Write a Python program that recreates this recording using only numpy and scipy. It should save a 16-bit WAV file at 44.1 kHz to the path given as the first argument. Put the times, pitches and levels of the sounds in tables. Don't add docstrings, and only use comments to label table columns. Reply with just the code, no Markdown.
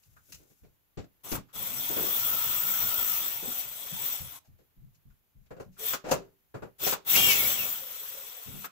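import sys
import numpy as np
from scipy import signal
from scipy.fft import rfft, irfft, next_fast_len
from scipy.io import wavfile
from scipy.ndimage import uniform_filter1d

SR = 44100
rng = np.random.default_rng(int(sys.argv[2]) if len(sys.argv) > 2 else 0)


def decibels_to_gain(level_db):
    exponent = np.asarray(level_db, float) / 20
    return 10 ** exponent


def wav_out(sig):
    wavfile.write(sys.argv[1], SR, np.round(np.clip(np.atleast_2d(sig).T, -1, 1) * 32767).astype(np.int16))


N = 384111


def evened(x):
    return x / np.sqrt(np.mean(x ** 2) + 1e-20)


def read(points, hz):
    f, value = np.transpose(points)
    return np.interp(np.log(hz + 1), np.log(f + 1), value)


def add(mix, s, sound):
    part = mix[:, round(s * SR):][:, :sound.shape[1]]
    part += sound[:, :part.shape[1]]


def pair(size):
    likeness = 0.018
    a, b = rng.standard_normal((2, size))
    return np.array([a, likeness * a + np.sqrt(1 - likeness ** 2) * b])


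def wander(size, hz):
    return evened(signal.lfilter(*signal.butter(2, hz, fs=SR), rng.standard_normal(size)))


def shape(x, gain):
    size = next_fast_len(x.shape[-1], True)
    spectrum = rfft(x, size) * gain(np.fft.rfftfreq(size, 1 / SR))
    return irfft(spectrum, size)[..., :x.shape[-1]]


def colour(x, spectrum):
    return evened(shape(x, lambda hz: decibels_to_gain(read(spectrum, hz))))


def ring(x, hz, width):
    return evened(shape(x, lambda f: 1 / (1 + (2 * (f - hz) / width) ** 2)))


def through(x, modes):
    return shape(x, lambda hz: sum(decibels_to_gain(db) / (1 + (2 * (hz - f) / w) ** 2) for f, w, db in modes))


def resonate(x, hz, width):
    turn = np.exp(2j * np.pi * np.cumsum(hz * np.ones(x.shape[-1])) / SR)
    r = np.exp(-np.pi * width / SR)
    low = signal.lfilter([1], np.convolve([1, -r], [1, -r]), x / turn)
    return evened((turn * low).real)


def whine(hz, width, clean=0.54):
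    turn = 2 * np.pi * (np.cumsum(hz) / SR + rng.random((2, 1)) + 0.12 * wander(len(hz), 25))
    tone = np.sqrt(2) * np.cos(turn)
    return clean * tone + np.sqrt(1 - clean ** 2) * resonate(pair(len(hz)), hz, width)


def burst(t, t60, rise):
    u = t / max(t60, .03)
    return (1 - np.exp(-u / rise)) * decibels_to_gain(-60 * u ** 1.18)


# (frequency [Hz], level [dB per Hz])
FLOOR = [(12, -31), (20, -8), (85, -4), (176, -11), (254, -13.5), (570, -18), (891, -19), (1020, -20),
         (3130, -23), (5950, -31), (7230, -28.5), (8550, -39), (11600, -18.5), (13700, -18), (15800, -18.5)]


def floor():
    return decibels_to_gain(-75.5 + 5.5 + 1.0 * wander(N, 0.97)) * colour(pair(N), FLOOR)


# (time [s], level [dB])
SLEEVE = [(0, -72), (.1, -70.5), (.22, -71), (.3, -59), (.4, -65), (.55, -71), (.62, -76), (.8, -83)]
# (frequency [Hz], level [dB per Hz])
CLOTH = [(880, -39), (1500, -1), (1860, -18), (2060, -8), (4480, -6), (6770, 2), (8750, -5.5), (12500, 2.5),
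         (15800, -1.5)]


def sleeve():
    level_db = np.interp(np.arange(N) / SR, *np.transpose(SLEEVE)) + 2.0 * wander(N, 28)
    return decibels_to_gain([[2.5], [-2.5]]) * decibels_to_gain(level_db) * colour(pair(N), CLOTH)


# (frequency [Hz], time to fall 60 dB [s])
ROOM = [(200, 0.26), (1000, 0.19), (4000, 0.22), (14000, 0.1)]


def room(x):
    hz, t, z = signal.stft(rng.standard_normal((2, SR // 2)), SR, nperseg=256)
    fall = decibels_to_gain(-60 * t / read(ROOM, hz)[:, None])
    tail = signal.istft(z * fall, SR, nperseg=256)[1]
    return signal.fftconvolve(x[::-1], tail / np.linalg.norm(tail[0]), axes=1)[:, :N]


# (time [s], level [dB], pitch [Hz])
STEPS = [(0.329, -53, 74), (0.621, -53, 48), (3.091, -54, 167), (3.35, -55, 109.1), (3.643, -54, 128.9),
         (3.922, -43.5, 165), (4.07, -63, 148.7), (4.201, -40.5, 94.5), (4.48, -51, 93.4), (4.57, -63, 55),
         (4.769, -50.5, 40), (4.818, -48, 119), (4.958, -67, 115), (5.057, -49.5, 48), (5.35, -51, 53),
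         (5.408, -57, 40), (5.658, -46.5, 187), (7.267, -42, 154), (7.597, -44.5, 189), (8.46, -47, 121),
         (8.538, -41, 193)]
# (time [s], level [dB], pitch [Hz])
LEANS = [(0.061, -59, 84), (1.547, -46, 190), (1.701, -45.5, 238), (2.199, -51, 97), (2.447, -48, 101),
         (2.621, -48, 182.9), (2.808, -48, 98.5), (7.147, -38.5, 101)]
# (frequency [Hz], level [dB per Hz])
JOISTS = [(12, -24), (20, -2.5), (43, -12), (86, -8.5), (132, -0.5), (248, -18), (377, -34), (500, -33),
          (650, -67), (1100, -120)]


def step(s, db, hz, t60):
    t = np.arange(round(.52 * SR)) / SR
    noise = pair(len(t))
    lump = ring(noise, hz, 59.06) + 0.86 * colour(noise, JOISTS)
    sound = decibels_to_gain([[.6], [-.6]]) * burst(t, min(t60, .6), 0.037) * lump
    return max(s - .005, 0), decibels_to_gain(db - 4.0) * sound


# (time [s], blow level [dB], ring pitch [Hz], time to fall 60 dB [s])
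TICKS = [(1.349, -30.5, 1050, 0.097), (1.484, -58, 1230, 0.25), (4.447, -61.5, 706, 0.13),
         (5.933, -25, 1293, 0.099), (6.923, -24, 1000, 0.11), (8.643, -31, 1330, 0.087)]
TOUCHES = [(5.098, -73, 221, 0.14), (5.46, -67, 525, 0.1), (5.766, -65.5, 320, 0.21)]
KNOCKS = [(0.389, -51.5, 396, 0.29), (0.5, -50.5, 270, 0.12), (0.632, -47.5, 400, 0.18),
          (1.04, -40.5, 260, 0.051), (3.417, -34.5, 420, 0.25), (4.586, -51.5, 382, 0.16),
          (6.039, -30, 444, 0.26), (6.065, -32.5, 600, 0.18), (6.111, -15, 520, 0.13),
          (8.539, -39.5, 223, 0.23)]
THUMPS = [(0.281, -58.5, 410, 0.42), (0.971, -33.5, 420, 0.16), (1.316, -27.5, 260, 0.16),
          (1.375, -35.5, 276, 0.091), (8.47, -43.5, 240, 0.28)]
BUMPS = [(5.505, -33, 497, 0.13), (5.562, -38.5, 505, 0.17), (5.597, -31.5, 520, 0.12),
         (6.147, -35, 417, 0.31), (6.541, -29.5, 450, 0.15), (6.62, -30, 430, 0.15)]
JOLTS = [(1.893, -31.5, 345, 0.26), (1.964, -28, 378, 0.28), (2.029, -32, 377, 0.29),
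         (3.475, -35, 262.1, 0.12), (6.086, -28, 690, 0.16), (6.82, -33.5, 436, 0.4),
         (6.866, -23, 480, 0.12), (7.17, -37.5, 340, 0.78), (7.28, -35, 400, 0.21)]
GRAZES = [(0.164, -45, 1410, 0.095), (5.1, -60, 1400, 0.093), (5.765, -48.5, 1370, .1)]
HUMS = [(3.468, -33, 259, .16), (3.922, -36.5, 167, .15), (5.785, -35, 446, 0.35), (7.81, -42, 520, 0.24)]
# (contacts, crack [dB], boom [dB], upper modes [dB], ring width [Hz],
# rise [share of the time to fall 60 dB])
CONTACTS = [(TICKS, -3.5, -27, -8.5, 410, 0.018), (TOUCHES, 5.4, 0.1, -9, 210, 0.018),
            (KNOCKS, -12.5, -18.5, -23, 310, 0.038), (THUMPS, -7.5, 1.1, -29, 310, 0.033),
            (BUMPS, -23, -8.5, -12, 200, 0.041), (JOLTS, -13, -21.5, -21, 210, 0.015),
            (GRAZES, -18, -36, -24, 430, 0.033), (HUMS, -34, -37, -30.5, 46.7, 0.061)]
# (frequency [Hz], level [dB per Hz])
THUD = [(60, -19.5), (180, 1.5), (320, -2.5), (500, 4), (750, 1), (1300, -2), (1800, -9.5), (2700, -16),
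        (3500, -29.5)]
# (frequency [Hz], level [dB per Hz])
CRACK = [(880, -27.5), (1500, -17.5), (2500, -9), (3030, -14.5), (3790, -13.5), (5750, -17), (7710, -15.5),
         (8400, -54), (9500, -85.5), (12400, -103), (20900, -120)]
# (frequency [Hz], width [Hz], level [dB])
PLATE = [(705, 130, 3), (1400, 150, 11), (1660, 120, 7), (2080, 250, -38.5), (2760, 170, -19.5),
         (3700, 150, -30), (4600, 250, -14), (7300, 900, -23)]
# (frequency [Hz], level [dB], time to fall 60 dB [s])
COVER = [(390, -4, .36), (490, -17, .22)]


def knock(s, db, hz, t60, crack_db, boom_db, plate_db, width, rise):
    t = np.arange(round(.45 * SR)) / SR
    noise = pair(len(t))
    thud = decibels_to_gain(min(0.96 * (db + 26.5), 1.0)) * colour(noise, THUD)
    plate = decibels_to_gain(plate_db - 25 * t / t60) * evened(through(noise, PLATE))
    crack = decibels_to_gain(crack_db) * colour(noise, CRACK)
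    boom = decibels_to_gain(boom_db) * (ring(noise, 152, 270) + 1.25 * colour(noise, JOISTS))
    blow = burst(t, t60, max(rise, .005)) * (ring(noise, hz, width) + thud + plate + crack + boom)
    phase = noise[:, :1]
    notes = sum(decibels_to_gain(d + 1.0 * (db + 10.5) - 60 * t / long) * np.sin(2 * np.pi * (f * t + phase))
                for f, d, long in COVER)
    notes = notes * (1 - np.exp(-t / 0.0081))
    return s, decibels_to_gain(db - 9.5) * decibels_to_gain([[1.5], [-1.5]]) * (blow + notes)


# (time [s], level [dB], time to fall 60 dB [s])
RATTLES = [(0.0307, -56, 0.12), (0.3228, -34, 0.071), (0.344, -38, 0.079), (1.317, -24.5, 0.081),
           (1.3494, -55, 0.17), (4.359, -40, 0.046), (4.445, -61, 0.16), (4.58, -71, 0.1),
           (4.947, -59, 0.1), (5.6004, -49.5, 0.14), (5.718, -60.5, 0.4), (5.9325, -26, 0.11),
           (6.06, -47, 0.26), (6.084, -38, 0.28), (6.112, -18.5, 0.11), (6.1383, -34.5, 0.061),
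           (6.8675, -19, 0.14), (6.929, -24, 0.056), (7.1543, -16, 0.23), (7.299, -15, 0.24),
           (8.1, -39, 0.077), (8.6383, -52, 0.11)]
# (frequency [Hz], level [dB per Hz])
CHUCK = [(590, -26), (1000, -15.5), (2190, -12), (2830, -4), (3250, -16), (4140, -8.5), (5210, -7.5),
         (6880, -4), (8370, -14.5), (15800, -11.5)]


def rattle(s, db, t60):
    t = np.arange(round(.3 * SR)) / SR
    grains = decibels_to_gain(2.8 * np.clip(wander(len(t), 490), -2, 2)) * pair(len(t))
    puff = burst(t, t60, 0.03) * colour(grains, CHUCK)
    return s - .002, decibels_to_gain(db - 6.0) * decibels_to_gain([[1.5], [-1.5]]) * puff


# (time [s], pitch [Hz], level [dB])
SQUEALS = [
    [(5.8, 3330, -61), (5.83, 3400, -48), (5.88, 3600, -46), (5.92, 3480, -48), (5.94, 3400, -64)],
    [(7.28, 3170, -50), (7.31, 3152, -37), (7.33, 3100, -39), (7.35, 3100, -55)],
    [(7.89, 1308, -81), (7.93, 1311, -65), (8.03, 1330, -64), (8.07, 1314, -74)],
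    [(8.13, 542, -72), (8.17, 552, -51.5), (8.24, 548, -68), (8.3, 545, -83)],
]


def squeal(rows):
    s, hz, db = np.transpose(rows)
    t = np.arange(s[0], s[-1], 1 / SR)
    level = decibels_to_gain(np.interp(t, s, db) + [[1.5], [-1.5]])
    return s[0], level * whine(np.interp(t, s, hz), 83, clean=0.58)


# (distance [multiple of speed], width [Hz], level [dB])
SIDEBANDS = [(-1, 420, -4), (1, 940, -4.5), (-1.9, 460, -17.5), (1.9, 500, -14), (-.5, 530, -13),
             (3.1, 450, -12)]
# (frequency [Hz], level [dB])
VENTS = [(11000, -10), (12200, 0), (13500, 0), (15000, 0), (15500, 4), (16000, 0)]


def whistle(speed, throb):
    size = len(speed)
    bands = 0
    for k, width, db in SIDEBANDS:
        hz = 14104 + k * speed * (1 + 0.04 * wander(size, 250))
        bands = bands + decibels_to_gain(db) * resonate(pair(size), hz, width)
    return colour(throb * (evened(bands) + decibels_to_gain(-12.0) * pair(size)), VENTS)


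# (pitch [multiple of speed], width [Hz], level at top speed [dB], slope [dB per octave of speed])
GEARS = [(1.27, 120, -6, 16), (1.485, 60, -1.5, 18), (1.675, 70, -4, 22), (2.02, 120, -23, -8),
         (2.65, 130, -23, -10), (2.9, 90, -4, -1)]
# (frequency [Hz], width [Hz], level [dB])
GEARBOX = [(520, 130, -17), (946, 156, -6), (1303, 270, -7.5), (2120, 220, -3.5), (2253, 110, 7.5),
           (2610, 180, 1), (2790, 49, -1.5), (2970, 390, -3), (3250, 97, 0), (3400, 260, -1),
           (5340, 490, -6.5)]
# (speed [Hz], level [dB])
GEAR_SONG = [(120, -10.5), (280, -10), (440, -13.5), (490, -1.5), (780, -28), (900, -3), (1230, -9),
             (1330, 1), (1550, -2.5), (1700, 3), (1900, -1)]


def gears(hz, speed):
    lines = 0
    for k, width, db, slope in GEARS:
        level_db = db + slope * np.log2(hz / 1900) + 1.0 * wander(len(hz), 12)
        lines = lines + decibels_to_gain(level_db) * whine(k * speed, width)
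    spin_up = np.maximum(uniform_filter1d(np.gradient(np.log(hz)) * SR, size=200), 0)
    return decibels_to_gain(read(GEAR_SONG, hz) - 0.2 * spin_up) * through(lines, GEARBOX)


def patchy(x, depth_db):
    z = signal.stft(x, nperseg=512)[2]
    chance = uniform_filter1d(rng.standard_normal(z.shape), size=5, axis=1)
    patches = evened(uniform_filter1d(chance, size=7, axis=2))
    return evened(signal.istft(z * decibels_to_gain(depth_db * patches), nperseg=512)[1][:, :x.shape[1]])


# (frequency [Hz], level [dB per Hz])
GRIT = [(290, -44), (500, -12.5), (1160, -5), (3420, 4.5), (4560, -3.5), (7780, 1), (9530, -7.5),
        (10400, -1), (12200, -5.5), (14300, -3), (15800, -1.5)]
# (frequency [Hz], width [Hz], level [dB], slope [dB per octave below the easy pace])
HOUSING = [(683, 140, -32.5, -6), (1050, 460, -34, -12), (1356, 160, -25.5, -2.5), (3400, 230, -16, 1),
           (5677, 110, -16.5, 1.5), (6180, 460, -25.5, -4), (7910, 230, -12.5, -1.5),
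           (10650, 550, -20.5, -6)]


def grit(octaves, grip_db):
    size = len(octaves)
    spark = decibels_to_gain(0.9 * wander(size, 580))
    hiss = spark * pair(size)
    rings = 0
    for hz, width, db, slope in HOUSING:
        level_db = db + grip_db + slope * np.minimum(octaves, 0) + 3.9 * wander(size, 9.3)
        rings = rings + decibels_to_gain(level_db) * ring(hiss, hz, width)
    return patchy(colour(hiss, GRIT) + rings, 2.0)


# (frequency [Hz], level [dB per Hz])
SHAKE = [(35, -52.5), (60, -8), (144, -3.5), (176, -3.5), (250, -7.5), (330, -9.5), (546, -5), (735, -7),
         (1500, -12), (1950, -56.5), (3300, -120)]


def shaken_cover(size):
    return decibels_to_gain(2.13 * wander(size, 9.7)) * colour(pair(size), SHAKE)


# (time [s], whistle level [dB], motor speed [Hz])
BLIPS = [
    [(1.232, -60, 120), (1.252, -45, 125), (1.3, -41.5, 135), (1.36, -34, 144), (1.385, -62, 149),
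     (1.42, -67, 152)],
    [(5.77, -70, 111), (5.797, -44, 164), (5.85, -32.5, 284), (5.91, -28.5, 423), (5.95, -36, 428),
     (5.99, -84, 398)],
    [(6.78, -68, 189), (6.803, -41.5, 290), (6.85, -26.5, 610), (6.9, -28, 460), (6.94, -31.5, 296),
     (6.985, -78, 200)],
]
BREAK_FREE = [(1.525, -63, 172), (1.556, -38, 179), (1.621, -35, 203), (1.749, -34.5, 250.6),
              (1.96, -30, 382), (2.05, -27.5, 447), (2.3, -28, 490.3), (3.1, -28, 481), (3.27, -30, 465.4)]
FEATHER = [(3.419, -37.5, 274), (3.6, -31.5, 273), (3.66, -41.5, 211), (3.93, -39, 244.7),
           (4.08, -30, 437.6), (4.17, -35, 283.3), (4.23, -45, 203), (4.365, -47, 113.4), (4.395, -59, 110)]
FULL_SQUEEZE = [(7.045, -63, 448), (7.075, -32.5, 621.4), (7.1, -22.5, 864), (7.14, -20.5, 1450),
                (7.17, -19, 1900), (7.22, -22.5, 1903), (7.285, -19.5, 1886), (7.31, -22, 1778),
                (7.34, -25, 1706)]
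COAST = [(7.4, -25, 1500), (7.5, -25, 1246), (7.555, -29, 1120), (7.601, -29.5, 948), (7.634, -29.5, 896),
         (7.68, -31.5, 757)]
CREEP = [(7.75, -33, 515), (7.8, -38, 315), (7.851, -42, 186.6), (7.901, -39, 195.5), (8.15, -40.5, 196),
         (8.45, -46, 162.2), (8.601, -46.5, 134), (8.659, -40, 114), (8.695, -91, 110)]
SHAKE_DB = [-45.5, -57.5, -56.5, -52, -58]
STRAIN_DB = [0, 1.1, 2, -0.61, -1.78]
GRIP_DB = [-1, -2, -5, -2.1, -6]
# (frequency [Hz], left over right [dB])
TOOL_SIDE = [(60, -5), (180, 2), (550, 3.5), (1650, 0.5), (4970, 5), (15000, 5.5)]


def pull(rows, cover_db, strain_db, grip_db):
    cruise_hz, cruise_db = 490, -29
    s, *columns = np.transpose(rows)
    t = np.arange(s[0], s[-1], 1 / SR)
    whistle_db, hz = (np.interp(t, s, c) for c in columns)
    octaves = np.log2(hz / cruise_hz)

    speed = hz + 20 * np.minimum(cruise_hz / hz, 1) * wander(len(t), 14.46)
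    shaft = np.sin(2 * np.pi * np.cumsum(speed / 8.5) / SR)
    throb = decibels_to_gain(2.2 * shaft + 1.1 * np.clip(wander(len(t), 21), -2, 2))

    grit_db = -6 + strain_db - 0.31 * (whistle_db - cruise_db) + 3 * np.maximum(octaves, 0)
    grit_db = np.minimum(grit_db, 0.5)
    tight_db = 9 * np.exp(-(t - s[0]) / 0.81)
    shake_db = cover_db + 7 * octaves + tight_db - np.maximum(whistle_db, -42)

    body = grit(octaves, grip_db) + gears(hz, speed)
    body = shape(body, lambda f: decibels_to_gain([[.5], [-.5]] * read(TOOL_SIDE, f)))
    sound = decibels_to_gain([[2.6], [-2.6]]) * whistle(speed, throb)
    sound = sound + decibels_to_gain([[.6], [-.6]]) * decibels_to_gain(grit_db) * body
    sound = sound + decibels_to_gain([[.3], [-.3]]) * decibels_to_gain(shake_db) * shaken_cover(len(t))
    return s[0], decibels_to_gain(whistle_db - 1) * sound * signal.windows.tukey(len(t), 0.013 * SR / len(t))


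def scene():
    near = np.zeros((2, N))
    for feet, t60 in ((STEPS, 0.27), (LEANS, 0.62)):
        for row in feet:
            add(near, *step(*row, t60))
    for contacts, *kind in CONTACTS:
        for row in contacts:
            add(near, *knock(*row, *kind))
    for row in RATTLES:
        add(near, *rattle(*row))
    for rows in SQUEALS:
        add(near, *squeal(rows))
    pulls = BLIPS + [BREAK_FREE + FEATHER, FULL_SQUEEZE + COAST + CREEP]
    for gesture in zip(pulls, SHAKE_DB, STRAIN_DB, GRIP_DB):
        add(near, *pull(*gesture))
    return near + decibels_to_gain(-12.5) * room(near) + floor() + sleeve()


def top_cut(x):
    return signal.sosfilt(signal.butter(12, 16820, fs=SR, output="sos"), x)


def record(dry):
    edge = signal.firwin(511, 15680, window=("kaiser", 9), fs=SR)
    mix = signal.oaconvolve(dry, edge[None], "same")
    return top_cut(mix)


dry = scene()
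out = record(dry)
wav_out(out)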